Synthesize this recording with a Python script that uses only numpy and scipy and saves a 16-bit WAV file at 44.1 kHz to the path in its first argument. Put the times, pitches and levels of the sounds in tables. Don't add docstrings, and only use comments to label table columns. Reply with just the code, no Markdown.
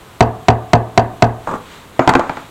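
import sys
import numpy as np
from scipy import signal
from scipy.fft import irfft
from scipy.io import wavfile

SR = 44100
rng = np.random.default_rng(int(sys.argv[2]) if len(sys.argv) > 2 else 0)


def inscribe(sig):
    pcm = np.round(np.clip(np.atleast_2d(sig).T, -1, 1) * 32767)
    wavfile.write(sys.argv[1], SR, pcm.astype(np.int16))


N = 110250

# time in seconds, level in dB.
RUB_LEVEL = [(1.4, -45.5), (1.51, -40), (1.6, -44.5), (1.73, -38), (1.9, -46.5), (2.15, -37), (2.38, -39),
             (2.5, -44.5)]
# frequency in Hz, relative level in dB.
RUB_SPECTRUM = [(300, -14), (1200, 14), (2500, 9.5), (3800, 8.5), (5200, -3.5), (7000, -0.5), (10000, -1),
                (16000, -2)]

# start in seconds, level in dB, pitch ratio of the knock,
# ring of the frame in dB relative to the blow.
TAPS = [(.2067, 2.5, 0.99, 2.5), (.4840, 3, 1.0, 2), (0.7332, 2, 0.96, 3.5), (0.9761, 2.5, 0.99, -1),
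        (1.2229, 1.5, 0.97, 2)]
# frequency in Hz before the pitch ratio,
# relative level in dB, T60 in seconds.
KNOCK_MODES = [(957, 12.5, 0.01), (697.7, 3, 0.079), (741.7, 4.5, 0.07), (1016, -0.5, 0.01),
               (390.3, 0, 0.052), (1706, -12, 0.023), (2650, -8.5, 0.01), (4630, -9, 0.014)]
# frequency in Hz, mean relative level in dB,
# T60 in seconds.
SADDLE_MODES = [(43.4, -14, 0.2), (77, -16, .3), (115.6, -7, 0.34), (161.2, -4.5, 0.085), (232.3, -15, .28),
                (275.4, -11.5, .13), (401, -23.5, .17), (439.6, -19.5, 0.43), (502.6, -20.5, 0.31),
                (715, -31.5, 0.3), (750, -29, 0.66), (825, -19, 0.32), (1079, -31, 0.41), (1163, -32, 0.36)]
FRAME_SWELL_CYCLES, RING_SPREAD_DB = 1.1, 1.33
# frequency in Hz, relative level in dB.
SLAP_SPECTRUM = [(100, -7.5), (400, -7), (900, -3.5), (1500, -10.5), (2600, -37.5), (4000, -21),
                 (8000, -33), (16000, -63)]
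SLAP_DB, SLAP_T60_S = 1.5, 0.02
SLAP_DRIFT = 0.45

# start in seconds, relative level in dB.
GRAZES = [(1.4721, -1), (1.489, -6.5), (1.512, -3), (1.539, -5.5), (1.553, -13.5)]
# frequency in Hz, relative level in dB.
GRAZE_SPECTRUM = [(50, -11), (130, -1), (550, 1), (750, -4.5), (1100, 5), (1600, -12.5), (2400, -24),
                  (4000, -44), (8000, -31), (16000, -50)]
GRAZE_DB, GRAZE_T60_S, GRAZE_RISE_S = -10.5, 0.051, 0.00077
DRAG_END_S, DRAG_START_DB, DRAG_RISE_DB = 1.57, -25, 3
GRAZE_RING_DB, GRAZE_ROOM_DB = -19, -9.5

# start in seconds, level in dB, low-mode thud in dB,
# relative click in dB, knock frequency in Hz, relative knock in dB, relative rattle in dB.
LANDINGS = [(1.9932, -4, 7.5, -19, 637, 6, 5.5), (2.0758, 2.5, 2, -4, 764, 8, -6),
            (2.0919, 2.5, -9.5, 4, 916, 5.5, 3), (2.138, -7.5, -31, -15, 1076, 8.5, -8),
            (2.1522, 4, 4, -5.5, 820, 1.5, -0.5), (2.195, -3, -29, -5, 994, -3, 3),
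            (2.2957, -10, -7, -23, 945, 3, -1), (2.371, -20.5, 0, -19, 780, -2, 4.5)]
# frequency in Hz, level in dB before the thud, T60 in seconds.
BENCH_MODES = [(145, -11, 0.088), (264, -9.5, 0.15), (350.3, -9.5, .16), (449, -8.5, 0.051),
               (675, -12.5, .09), (783, -5, 0.058), (866.6, -8.5, 0.089), (1008, -3.5, 0.036),
               (1166, -28.5, 0.17), (1423, -18.5, 0.15), (1550, -20, 0.19), (2390, -23, 0.079)]
BENCH_SWELL_CYCLES, THUD_HZ, LANDING_T60_S = 0.99, 403, 0.027
# frequency in Hz, relative level in dB.
WOOD_SPECTRUM = [(40, -33), (130, -3), (300, -7), (900, -5), (1400, -9), (2200, -21.5), (4000, -35.5),
                 (16000, -66)]
WOOD_DB, WOOD_T60_S = 1, 0.041
# frequency in Hz, relative level in dB.
CLICK_SPECTRUM = [(500, -4), (1500, -8), (3000, -2.5), (4500, 1.5), (5500, -17), (7200, -11), (10000, -1.5),
                  (16000, -15)]
CLICK_DB, CLICK_T60_S = -14.5, 0.038
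# frequency in Hz, relative level in dB.
RATTLE_SPECTRUM = [(60, -27), (200, -8), (400, -7), (700, 0.5), (1200, 2.5), (1500, -10), (2200, -14),
                   (3200, -29), (5500, -40), (7000, -29.5), (9000, -54), (16000, -52)]
RATTLE_DB, RATTLE_T60_S, RATTLE_RISE_S = -15.5, 0.35, 0.012

# delay in seconds, level in dB.
ECHOES = [(.0042, -21.5), (.0098, -31), (0.02, -21.5), (.0262, -28.5)]
# frequency in Hz, T60 in seconds.
ROOM_T60 = [(60, .45), (160, 0.72), (420, 0.33), (1100, .42), (2900, 0.21), (8000, .15)]
# frequency in Hz, relative level in dB.
ROOM_SPECTRUM = [(50, 2.5), (120, -14), (300, -1), (700, -1), (1200, -2.5), (2500, 1.5), (5000, -14),
                 (12000, -3.5)]
TAP_ROOM_DB, BENCH_ROOM_DB, ROOM_START_S = -13, -12, 0.0072
ROOM_DRIFT = 0.44

# frequency in Hz, relative level in dB.
AIR_SPECTRUM = [(20, -10.5), (45, 0.5), (120, 2.5), (230, -1), (400, -2), (600, -5.5), (1100, -5),
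                (2100, -24), (3500, -30), (8000, -24), (14000, -26.5), (16000, -31)]
AIR_DB = -41
DUCK_FROM_DB, DUCK_DB_PER_DB, DUCK_ATTACK_S = -20, 0.34, 0.037
HELD_FALL_DB_PER_S = 90.5
CEILING = 0.88
TREBLE_HZ, TREBLE_DB, EDGE_HZ = 8620, -15.5, 16000.0


def amp(db):
    return 10 ** (np.asarray(db) / 20)


def read(points, hz):
    f, value = np.transpose(points)
    return np.interp(np.log(hz + 1), np.log(f + 1), value)


def add(mix, s, sound):
    part = mix[round(s * SR):][:len(sound)]
    part += sound[:len(part)]


def clock():
    return np.arange(SR // 2) / SR


def noise(spectrum, size):
    hz = np.fft.rfftfreq(size, 1 / SR)
    phases = np.exp(2j * np.pi * rng.random(len(hz)))
    x = irfft(amp(read(spectrum, hz)) * (hz > 0) * phases, size)
    return x / x.std()


def dying(t, t60):
    return np.exp(-np.log(1000) * t / t60)


def burst(spectrum, t60):
    fade = dying(clock(), t60)
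    x = noise(spectrum, len(fade)) * fade
    return x * np.linalg.norm(fade) / np.linalg.norm(x)


def mode(hz, db, t60):
    t = clock()
    return amp(db) * dying(t, t60) * np.sin(2 * np.pi * hz * t)


def swelling(hz, db, t60, cycles):
    return mode(hz, db, t60) * (1 - np.exp(-clock() * hz / cycles))


def tail():
    t = clock()
    hz, frame_s, z = signal.stft(rng.choice([-1., 1.], len(t)), SR, nperseg=256)
    z = z * dying(frame_s, read(ROOM_T60, hz)[:, None])
    uncoloured = signal.istft(z, SR, nperseg=256)[1]
    x = signal.istft(z * amp(read(ROOM_SPECTRUM, hz))[:, None], SR, nperseg=256)[1][:len(t)]
    onset = np.clip(t / ROOM_START_S - 1, 0, 1)
    return x / np.linalg.norm(uncoloured) * onset


def workshop(x, reverb, room_db):
    response = amp(room_db) * reverb
    response[0] += 1
    for delay, db in ECHOES:
        add(response, delay, [amp(db)])
    return signal.fftconvolve(x, response)


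def hand_rub():
    return noise(RUB_SPECTRUM, N) * amp(np.interp(np.arange(N) / SR, *np.transpose(RUB_LEVEL)))


def frame_ring():
    ring = 0
    for k, (hz, db, t60) in enumerate(SADDLE_MODES):
        level = db + RING_SPREAD_DB * rng.standard_normal()
        ring = ring + (-1) ** k * swelling(hz, level, t60, FRAME_SWELL_CYCLES)
    return ring


def hammer_taps():
    out, same_room, same_slap = np.zeros(N), tail(), burst(SLAP_SPECTRUM, SLAP_T60_S)
    for s, db, pitch, ring_db in TAPS:
        knock = sum(mode(hz * pitch, level, t60) for hz, level, t60 in KNOCK_MODES)
        slap = amp(SLAP_DB) * (same_slap + SLAP_DRIFT * burst(SLAP_SPECTRUM, SLAP_T60_S))
        reverb = same_room + ROOM_DRIFT * tail()
        add(out, s, amp(db) * workshop(knock + slap, reverb, TAP_ROOM_DB))
        add(out, s, amp(db + ring_db) * frame_ring())
    return out


def hammer_graze():
    out, start = np.zeros(N), GRAZES[0][0]
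    rise = np.minimum(clock() / GRAZE_RISE_S, 1)
    for s, db in GRAZES:
        add(out, s, amp(GRAZE_DB + db) * burst(GRAZE_SPECTRUM, GRAZE_T60_S) * rise)
    along = clock() / (DRAG_END_S - start)
    ends = np.clip(10 * np.minimum(along, 1 - along), 0, 1)
    drag = noise(GRAZE_SPECTRUM, len(along)) * amp(DRAG_START_DB + DRAG_RISE_DB * along)
    add(out, start, drag * ends)
    add(out, start, amp(GRAZE_RING_DB) * frame_ring())
    return workshop(out, tail(), GRAZE_ROOM_DB)[:N]


def bench_ring(thud_db):
    ring = 0
    for k, (hz, db, t60) in enumerate(BENCH_MODES):
        level = db + thud_db / (1 + (hz / THUD_HZ) ** 4)
        ring = ring + (-1) ** k * swelling(hz, level, t60, BENCH_SWELL_CYCLES)
    return ring


def hammer_laid_down():
    out = np.zeros(N)
    rise = np.minimum(clock() / RATTLE_RISE_S, 1)
    for s, db, thud_db, click_db, knock_hz, knock_db, rattle_db in LANDINGS:
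        knock = mode(knock_hz, knock_db, LANDING_T60_S)
        wood = amp(WOOD_DB) * burst(WOOD_SPECTRUM, WOOD_T60_S)
        click = amp(CLICK_DB + click_db) * burst(CLICK_SPECTRUM, CLICK_T60_S)
        hit = bench_ring(thud_db) + knock + wood + click
        rattle = amp(RATTLE_DB + rattle_db) * burst(RATTLE_SPECTRUM, RATTLE_T60_S) * rise
        add(out, s, amp(db) * (hit + rattle))
        add(out, s, amp(db + BENCH_ROOM_DB) * signal.fftconvolve(hit, tail()))
    return out


def scene():
    return (hammer_taps() + hammer_graze() + hammer_laid_down() + hand_rub())[None]


def duck_gain(x):
    r = np.exp(-1 / (DUCK_ATTACK_S * SR))
    power = signal.lfilter([1 - r], [1, -r], np.clip(x, -1, 1) ** 2)
    power_db = 10 * np.log10(abs(power) + 1e-12)
    fall = np.arange(N) / SR * HELD_FALL_DB_PER_S
    held_db = np.maximum.accumulate(power_db + fall) - fall
    over_db = np.maximum(held_db - DUCK_FROM_DB, 0)
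    return amp(-DUCK_DB_PER_DB * signal.lfilter([1 - r], [1, -r], over_db))


def record(dry):
    gain = duck_gain(dry[0])
    x = np.clip(dry[0] * gain, -CEILING, CEILING)
    low = signal.oaconvolve(x, signal.firwin(numtaps=101, cutoff=TREBLE_HZ, fs=SR), "same")
    hiss = gain * amp(AIR_DB) * noise(AIR_SPECTRUM, N)
    x = low + amp(TREBLE_DB) * (x - low) + hiss
    return signal.oaconvolve(x, signal.firwin(511, EDGE_HZ, window=("kaiser", 9), fs=SR), "same")[None]


dry = scene()
out = record(dry)
inscribe(out)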